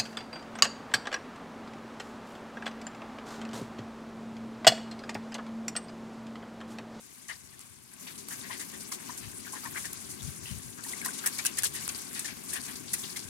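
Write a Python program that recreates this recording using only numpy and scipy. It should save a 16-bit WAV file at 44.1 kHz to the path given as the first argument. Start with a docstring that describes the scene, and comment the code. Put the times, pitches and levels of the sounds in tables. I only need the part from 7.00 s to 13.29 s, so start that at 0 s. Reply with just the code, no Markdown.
"""A breeze and a thin stream of water open the scene: hands rinse a fish outdoors over a corrugated metal sheet.
At one second the run-off hits the sheet full on: the drumming of its low modes grows and squelches come thicker,
runs of bubbles over a wet rasp. Wind puffs buffet the ports between 2.2 and 3.7 s, most of them after 3.2 s.
From about 4 s the hiss of flickering, banded droplet noise is loudest, with bright cracks, to the end.
The left port hears the water a millisecond later, louder than the right up to about 10 kHz, most in the bass."""
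import sys
import numpy as np
from scipy import signal
from scipy.fft import rfft, irfft, next_fast_len
from scipy.io import wavfile
from scipy.ndimage import uniform_filter1d

SR = 44100
rng = np.random.default_rng(int(sys.argv[2]) if len(sys.argv) > 2 else 0)


def generate_wav(sig):
    """Save sig (samples, or channels by samples) to the path in sys.argv[1] as 16-bit PCM at SR."""
    pcm = np.round(np.clip(np.atleast_2d(sig).T, -1, 1) * 32767).astype(np.int16)
    wavfile.write(sys.argv[1], SR, pcm)


def gain_from_db(level_db):
    """Convert decibel levels to linear amplitude factors (20 dB per decade)."""
    decades = np.asarray(level_db, float) / 20
    return 10 ** decades


N = 277371
TIME = np.arange(N) / SR
SIZE = next_fast_len(N + 8192)
FREQ = np.arange(SIZE // 2 + 1) * SR / SIZE
LAG = 48  # samples by which sound reaches the left port later


def unit(x):
    """Scale to rms 1."""
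    return x / np.sqrt(np.mean(x ** 2))


def colour(x, points):
    """Causal (minimum-phase) filter through (Hz, dB) points, by folding the cepstrum."""
    hz, db = np.transpose(points)
    log_gain = np.log(gain_from_db(np.interp(np.log(FREQ + 1), np.log(hz), db)))
    cepstrum = irfft(log_gain, SIZE)
    cepstrum[1:SIZE // 2] *= 2
    cepstrum[SIZE // 2 + 1:] = 0
    return irfft(rfft(x, SIZE) * np.exp(rfft(cepstrum)), SIZE)[..., :N]


def ring(x, modes):
    """Sum of resonances (Hz, width Hz, dB) of alternating sign."""
    gain = 0
    for k, (hz, width, db) in enumerate(modes):
        detuning = (FREQ ** 2 - hz ** 2) / ((FREQ + 1) * width)
        gain = gain + (-1) ** k * gain_from_db(db) / (1 + 1j * detuning)
    return irfft(rfft(x, SIZE) * gain, SIZE)[..., :N]


def walk(rate):
    """Random levels held 1 / rate seconds and smoothed twice over that time."""
    k = int(SR / rate)
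    steps = np.repeat(rng.standard_normal(N // k + 1), k)
    return 0.89 * uniform_filter1d(uniform_filter1d(steps, k), k)[:N]


def noise(alike):
    """Noise at both ports; the shared part (alike, of the power) arrives later on the left."""
    shared, left, right = rng.standard_normal((3, N))
    alike = np.clip(alike, 0, 1)
    common = np.array([np.roll(shared, LAG), shared])
    return np.sqrt(alike) * common + np.sqrt(1 - alike) * np.array([left, right])


def drops(rate, spread_db, scatter):
    """Impacts of uneven size, rate a second; each lag to the left port strays by up to scatter samples."""
    when, luck, side, sign = rng.random((int(rate * N / SR), 4)).T
    size = gain_from_db(-spread_db * np.log(1.01 - luck)) * np.sign(sign - .5)
    at = (when * N).astype(int)
    stray = np.round(scatter * (2 * side - 1)).astype(int)
    late = np.clip(at + LAG + stray, 0, N - 1)
    return unit(np.array([np.bincount(late, size, N), np.bincount(at, size, N)]))


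def bubble(hz, t60, rise):
    """An air pocket ringing down 60 dB in t60 seconds while its pitch climbs by the share rise."""
    t = np.arange(int(t60 * SR) + 2) / SR
    return np.sin(2 * np.pi * hz * (t + rise * t ** 2 / (2 * t60))) * np.exp(-np.log(1000) * t / t60)


def burst(length, rise):
    """A quick swell, a rounded body and a thin tail."""
    t = np.arange(int(5 * length * SR) + 8) / SR
    return (1 - np.exp(-t / rise)) * (0.74 * np.exp(-(t / length) ** 2) + 0.15 * np.exp(-t / (0.79 * length)))


def add(out, s, shape, lag=LAG):
    """Mix a short sound into both ports around time s, the left one lag samples later."""
    right_start = int(s * SR) - LAG // 2
    for port, start in enumerate((right_start + lag, right_start)):
        start = max(start, 0)
        out[port, start:start + len(shape)] += shape[:max(N - start, 0)]


# Puffs of wind at the left port. Each row: centre in seconds, level in dB, half length in seconds.
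WIND_PUFFS = [(2.266, -54, 0.017), (3.272, -39.5, 0.039), (3.435, -51, 0.049), (3.519, -37, 0.0079),
              (3.559, -41, 0.04), (3.665, -47.5, 0.028)]
# Tone of the wind on a port. Each row: frequency in Hz, relative level in dB per Hz.
WIND_COLOUR = [(15, -63), (30, -26), (55, -10.5), (85, -1), (130, -1.5), (200, -12), (400, -36.5)]


def breeze():
    """Eddies on each port, nearly unrelated deep noise, coming in short puffs."""
    calm_db, freshening = -66, 1.5  # level between puffs at the start, growth in dB per second
    gust = gain_from_db(calm_db + freshening * TIME + 3.8 * walk(5.17))
    for s, db, half in WIND_PUFFS:
        gust = gust + gain_from_db(db) * np.exp(-((TIME - s) / half) ** 2)
    left_db = 20 * np.log10(gust)
    # the right port is partly sheltered and follows the gusts only loosely
    right_db = 0.5 * left_db - 44.5 + 3 * walk(2.6)
    return gain_from_db(np.array([left_db, right_db])) * unit(colour(noise(0.061), WIND_COLOUR))


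# Low modes of the metal sheet. Each row: frequency in Hz, width in Hz, relative level in dB.
LOW_MODES = [(170.5, 119, -1.5), (263.6, 93, 5), (310.5, 57, 4), (377, 60.4, -0.5)]


def sheet(stream_db):
    """Falling water keeps the low modes of the sheet humming, slowly following the stream."""
    slow_db = uniform_filter1d(stream_db, int(0.41 * SR))
    before_runoff = 1 / (1 + np.exp((TIME - 1) / 0.0094))  # 1 until the run-off hits full on at 1 s, then 0
    drum_db = -53.5 + 0.5 * (slow_db + 49) - 7.5 * before_runoff
    push = 0.82 * noise(0.86) + drops(700, spread_db=1.0, scatter=1.3)
    return gain_from_db(drum_db + 0.5 * walk(8.1)) * unit(ring(push, LOW_MODES))


def runoff(spray_db):
    """Level in dB of the trickle: it follows the spray and swells after each squeeze, then drains."""
    peak_s = 0.01  # from squeeze to the top of the swell, also its drain time
    power = gain_from_db(2 * (-57.5 + 0.93 * (spray_db + 50)))
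    for s, db, *_ in SQUEEZES:
        since = np.maximum(TIME - s, 0) / peak_s
        power = power + gain_from_db(2 * (db - 14)) * since * np.exp(1 - since)
    return 10 * np.log10(power)


# Higher resonances of the sheet. Each row: frequency in Hz, width in Hz, relative level in dB.
HIGH_MODES = [(637, 740, -5.5), (1135, 186, 4), (1554, 103, 2.5), (2170, 410, 3), (3140, 2600, -7.5)]


def trickle(trickle_db):
    """Small drops tick on the sheet's higher resonances while little bubbles pop in the run-off."""
    pops = np.zeros((2, N))
    for when, octave, luck, side in rng.random((700, 4)):
        hz = 1500 * 2 ** (2.38 * octave)
        pop = gain_from_db(9 * luck ** 2) * bubble(hz, 16 / hz, .2)
        add(pops, when * N / SR, pop, lag=LAG + int(6 * side) - 3)
    patter = 2.0 * noise(0.1) + .5 * drops(1500, spread_db=-11.0, scatter=2.3)
    ticks = unit(ring(patter, HIGH_MODES))
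    return gain_from_db(trickle_db + 0.33 * walk(13)) * unit(ticks + 0.41 * unit(pops))


# Single drops that trap one ringing bubble. Each row: start in seconds, peak in dB, starting pitch in Hz.
BUBBLE_DROPS = [(2.095, -36.5, 995), (1.413, -41, 3680), (2.972, -42, 4500), (3.208, -41, 3600),
                (3.458, -39.5, 2960), (3.839, -35.5, 4350), (3.849, -44, 1820), (3.864, -45.5, 905),
                (3.934, -32.5, 2040), (4.015, -33, 2180), (4.025, -41, 1600), (4.035, -43, 1600),
                (4.045, -38, 1530), (4.087, -33, 1500), (4.452, -35.5, 1560), (4.585, -36, 1710),
                (4.656, -38, 3470), (4.948, -30, 4660), (5.881, -42, 3750), (6.039, -36, 3600),
                (6.193, -29, 4990)]


def plops():
    """Each heavy drop strikes, then its bubble swells, fades and climbs in pitch."""
    out = np.zeros((2, N))
    for s, db, hz in BUBBLE_DROPS:
        swell_s = 0.0021 / (1 + (hz / 3000) ** 4)  # bubbles above 3 kHz tick rather than ring
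        note = bubble(hz, np.log(1000) * swell_s, 0.071)
        note = note * np.arange(len(note))  # turns the decay into a swell and a fade
        tick = bubble(hz, 3 / hz, 0)  # the impact
        note[:len(tick)] += 0.8 * np.abs(note).max() * tick[:len(note)]
        add(out, s, gain_from_db(db) * note / np.abs(note).max())
    return out


# Air and water squeezed in the hands. Each row: start in seconds, main level in dB (before a 4 dB lift),
# main pitch in Hz, length in seconds (held to 0.006-0.065), level of the smaller pockets in dB (same lift).
SQUEEZES = [(0.288, -40.5, 1790, 0.029, -54), (0.526, -62, 1870, 0.025, -78),
            (1.067, -51, 2090, 0.028, -48.5), (1.307, -46, 1610, 0.026, -58),
            (1.434, -49, 1920, 0.032, -68), (1.495, -45.5, 990, 0.029, -53), (1.507, -43, 2010, 0.033, -50),
            (1.598, -46, 1890, 0.023, -52), (1.729, -52, 1730, 0.025, -55), (1.916, -45, 1176, 0.015, -48),
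            (2.092, -47.5, 1000, 0.014, -50), (2.228, -53, 1960, 0.028, -53.5),
            (2.446, -52.5, 1900, 0.023, -66), (2.463, -48, 1480, 0.022, -67),
            (2.53, -47.5, 965, 0.029, -61), (2.553, -47, 1570, 0.024, -67),
            (2.633, -48.5, 1180, 0.014, -59), (2.651, -44.5, 990, 0.02, -44.5),
            (2.744, -43.5, 1550, 0.031, -65), (2.761, -47, 1150, 0.02, -40),
            (2.841, -43.5, 1740, 0.022, -70), (3.45, -49, 2750, 0.053, -62),
            (3.776, -49.5, 1430, 0.023, -66), (4.048, -42, 1800, 0.017, -59), (4.056, -43, 1007, 0.02, -57),
            (4.238, -40.5, 1520, 0.017, -60), (4.258, -36, 1800, 0.016, -50),
            (4.387, -37.5, 1980, 0.014, -49), (4.448, -54, 1520, 0.028, -39),
            (4.575, -42.5, 1780, 0.02, -44), (4.634, -38.5, 1550, 0.012, -49),
            (4.65, -45, 2200, 0.014, -34), (4.742, -48, 1860, 0.047, -49.5), (4.889, -51, 1470, 0.013, -42),
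            (5.149, -46.5, 2090, 0.043, -46.5), (5.245, -42.5, 1840, 0.017, -58),
            (5.277, -44.5, 1990, 0.029, -58), (5.527, -47.5, 1680, 0.019, -49),
            (5.555, -41, 1670, 0.022, -45), (5.678, -49, 1830, 0.024, -52.5),
            (5.935, -38.5, 1940, 0.013, -63), (6.032, -57, 2030, 0.019, -43),
            (6.158, -45, 1940, 0.018, -46.5)]


def squelches():
    """Each squeeze frees runs of air pockets near two sizes, each over a wet rasp in the same range."""
    out = np.zeros((2, N))
    chance = rng.random((len(SQUEEZES), 2, 11, 3))
    rasp = rng.standard_normal((len(SQUEEZES), 2, 24576))
    for (s, main_db, main_hz, length, upper_db), clusters, hisses in zip(SQUEEZES, chance, rasp):
        length = np.clip(length, .006, .065)
        body = burst(1.42 * length, 0.24 * length)
        t = np.arange(len(body)) / SR
        sizes = (main_db, main_hz), (upper_db, main_hz * 1.754)
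        for (db, hz), cluster, hiss in zip(sizes, clusters, hisses):
            wide = 1.07 + 0.046 * (hz / 1500) ** 2  # small pockets come in many sizes and merge into splatter
            wet = signal.lfilter(*signal.butter(1, [hz / wide, hz * wide], "band", fs=SR), hiss)
            squeeze = 0.61 * body * wet[:len(body)] / np.std(wet)
            # large pockets sing through the squeeze on a climbing note
            gulp = np.sin(2 * np.pi * hz * (t + 0.155 * t ** 2 / (2 * length)))
            squeeze += 0.47 * (1000 / hz) ** 2 * body * np.exp(-(t / length) ** 2) * gulp
            for k, (wait, pitch, size) in enumerate(cluster):
                late = (k + wait) / len(cluster)
                # the pockets shrink as the squeeze goes on
                note = hz * (1.005 + 1.32 * (wide - 1) * (pitch - .5) + 0.11 * late)
                pop = gain_from_db(10.0 * (size - 1.0) - 2.3 * late) * bubble(note, 45 / note, 0.029)
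                at = int(length * late * SR)
                squeeze[at:at + len(pop)] += pop[:len(squeeze) - at]
            loudness = np.sqrt(np.sum(squeeze ** 2) / np.sum(body ** 2))
            add(out, s, gain_from_db(db + 4.0) * squeeze / loudness, lag=LAG + int(13 * cluster[0, 0]) - 6)
    return out


# Single hard slaps of water. Each row: start in seconds, click level in dB (before a 2 dB lift).
SLAPS = [(0.593, -29.5), (1.286, -21.5), (1.9185, -29), (2.172, -29), (2.932, -20.5), (3.8377, -28),
         (4.061, -15), (4.2658, -13), (4.383, -21), (4.3895, -27), (4.441, -25), (4.451, -11),
         (4.4583, -12), (4.589, -15.5), (4.623, -20), (4.634, -10.5), (4.645, -16), (4.738, -31),
         (4.879, -15.5), (5.131, -26), (5.194, -16.5), (5.534, -22), (5.9344, -21), (5.944, -25)]


def cracks():
    """A slap is one bright click with a spit of noise behind it."""
    click, spit = np.zeros((2, 2, N))
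    for (s, db), (pitch, side) in zip(SLAPS, rng.random((len(SLAPS), 2))):
        ping = bubble(8500 + 3000 * pitch, .0012, 0)
        add(click, s, gain_from_db(db + 2) * ping, lag=LAG + int(6 * side) - 3)
        add(spit, s, gain_from_db(db - 19) * np.exp(-np.arange(600) / SR / 0.0019))
    return click + spit * unit(colour(noise(0.74), SPRAY_COLOUR))


# Water running off the hands. Each row: time in seconds, fine spray in dB.
STREAM = [(0, -56.5), (.35, -56), (.85, -58.5), (1.08, -48.5), (1.26, -54.5), (1.33, -45.5), (1.7, -48.5),
          (1.9, -48.5), (2.05, -46), (2.3, -51), (2.75, -47), (3.18, -49.5), (3.8, -52.5), (3.9, -44),
          (4.5, -45), (4.71, -49.5), (4.84, -43), (5.1, -46.5), (5.33, -49.5), (5.46, -48.5), (5.55, -41.5),
          (5.61, -47), (5.7, -44), (5.83, -51), (6.0, -46.5), (6.29, -50)]


def stream():
    """Level in dB of the water running off the hands, sample by sample."""
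    s, db = np.transpose(STREAM)
    return np.interp(TIME, s, db)


def linger():
    """Power of the spray that each splash leaves behind, dying away."""
    power = 0
    for s, db, _, _ in SHOWERS:
        start_db = -50.5 + 0.14 * (db + 24.5)
        power = power + gain_from_db(2 * start_db) * (TIME >= s) * np.exp(-np.abs(TIME - s) / 0.047)
    return power


# Showers thrown off skin and metal. Each row: start in seconds, level in dB (before a 2.5 dB lift),
# centre in Hz, length in seconds (at least 0.004).
SHOWERS = [(0.282, -46, 6600, 0.029), (0.602, -52, 8750, 0.031), (0.995, -53, 8500, 0.026),
           (1.178, -42, 5700, 0.033), (1.289, -43, 9000, 0.055), (1.595, -41, 6700, 0.045),
           (1.805, -42, 8490, 0.017), (1.919, -36.5, 5900, 0.035), (2.107, -46.5, 7000, 0.026),
           (2.175, -39, 8490, 0.022), (2.521, -43.5, 8800, 0.067), (2.64, -43, 8950, 0.031),
           (2.77, -43.5, 8300, 0.16), (2.854, -35.5, 8020, 0.01), (2.928, -40, 8490, 0.012),
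           (3.091, -41, 8400, 0.05), (3.22, -45.5, 8060, 0.15), (3.433, -46, 8700, 0.14),
           (3.62, -50.5, 8490, 0.11), (3.836, -42.5, 9400, 0.064), (3.886, -38, 8490, 0.022),
           (4.046, -33, 8800, 0.033), (4.128, -40.5, 8100, 0.035), (4.177, -36, 8020, 0.013),
           (4.259, -24.5, 11200, 0.023), (4.385, -31, 6010, 0.017), (4.456, -24.5, 9300, 0.021),
           (4.57, -36, 7050, 0.015), (4.582, -29, 8450, 0.015), (4.637, -27, 8100, 0.03),
           (4.738, -38, 8500, 0.012), (4.749, -34.5, 7900, 0.023), (4.888, -31, 6000, 0.011),
           (4.951, -38.5, 4500, 0.018), (4.986, -43, 5240, 0.038), (5.137, -42.5, 8800, 0.11),
           (5.192, -34, 8200, 0.017), (5.244, -37, 5600, 0.048), (5.483, -44.5, 8490, 0.064),
           (5.534, -30.5, 9900, 0.014), (5.635, -44, 6000, 0.04), (5.71, -51, 5800, 0.012),
           (5.755, -41.5, 5560, 0.031), (5.877, -41, 4000, 0.032), (5.932, -27, 8700, 0.019),
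           (5.982, -42.5, 8060, 0.06), (6.054, -44, 4000, 0.04), (6.162, -34, 8200, 0.019),
           (6.189, -39.5, 6700, 0.014)]
# Tone of the spray. Each row: frequency in Hz, relative level in dB per Hz.
SPRAY_COLOUR = [(590, -34), (1000, -26), (1370, 9), (1590, -24), (2620, -12), (4260, -5.5), (9940, -2.5),
                (16000, -16.5)]


def spray(spray_db, trickle_db):
    """Each droplet size flickers on its own; splashes throw clumpy showers around their centre."""
    out, together, clumps = 0, walk(34), walk(250)
    # an unbroken stream hisses evenly at -60 dB; from -51 dB on it flickers fully
    broken = np.clip((spray_db + 60) / 9, 0, 1)
    for centre_hz in 2300 * 2 ** (np.arange(6) / 2):  # big drops splatter low, fine mist high
        coarse = np.clip(np.log2(7000 / centre_hz) / 0.51, 0, 1)  # big drops come and go with the trickle
        flow_db = spray_db + coarse * (trickle_db + 4.5 - spray_db)
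        # the spray thins out deeply but swells only a little
        slow_db = broken * (0.5 * together + 5.1 * np.minimum(walk(24.97), 0.45))
        fast_db = (3.5 + 1.6 * coarse) * walk(90)
        force = gain_from_db(flow_db + slow_db + fast_db) ** 2
        shower = np.zeros((2, N))  # a power, like force
        for s, db, hz, length in SHOWERS:
            away = np.log2(hz / centre_hz)
            peak = gain_from_db(2 * (db + 2.5 - 9.6 * away ** 2))
            add(shower, s, peak * burst(max(length, .004), 0.00071) ** 2)
        shower *= gain_from_db(2 * (2.75 * clumps + 0.64 * walk(90)))
        shower[0] *= gain_from_db(2 * -1.5)  # splashes fly nearer the right port than the steady spray
        fizz = 0.77 * noise(0.16) + 0.73 * drops(1500, spread_db=4.0, scatter=5)
        band = [(centre_hz, 0.52 * centre_hz, 0)]
        out = out + np.sqrt(force + shower) * ring(ring(fizz, band), band)
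    return colour(out, SPRAY_COLOUR) / np.std(colour(rng.standard_normal(N), SPRAY_COLOUR))


def scene():
    """All sources as they arrive at the two ports."""
    stream_db = stream()
    spray_db = 10 * np.log10(gain_from_db(2 * stream_db) + linger())
    trickle_db = runoff(spray_db)
    water = trickle(trickle_db) + plops() + squelches() + cracks() + spray(spray_db, trickle_db)
    return breeze() + sheet(stream_db) + water


def top_cut(x):
    """Nothing passes above the cut-off."""
    return signal.sosfilt(signal.butter(12, 16970, fs=SR, output="sos"), x)


# Balance of the ports. Each row: frequency in Hz, left minus right in dB.
PORT_BALANCE = [(60, 1.5), (250, 16), (420, 12), (600, 6.5), (1600, 9), (2800, 5), (5500, 9), (8000, 9),
                (10000, 1.5), (14000, -0.5)]


def record(dry):
    """The two ports split the sound by their own colours; deep bass and the top are cut."""
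    hz, balance_db = np.transpose(PORT_BALANCE)
    left_db = 10 * np.log10(4 / (1 + gain_from_db(-2 * balance_db)))  # the power gains of both ports add up to 4
    ports = []
    for x, port_db, top_hz in zip(dry, (left_db, left_db - balance_db), (15750, 16450)):
        low_pass = signal.ellip(8, .2, 60, top_hz, fs=SR, output="sos")
        ports.append(signal.sosfilt(low_pass, colour(x, np.c_[hz, port_db])))
    ports = signal.sosfilt(signal.butter(3, 45, "high", fs=SR, output="sos"), ports)
    return top_cut(ports)


dry = scene()
out = record(dry)
generate_wav(out)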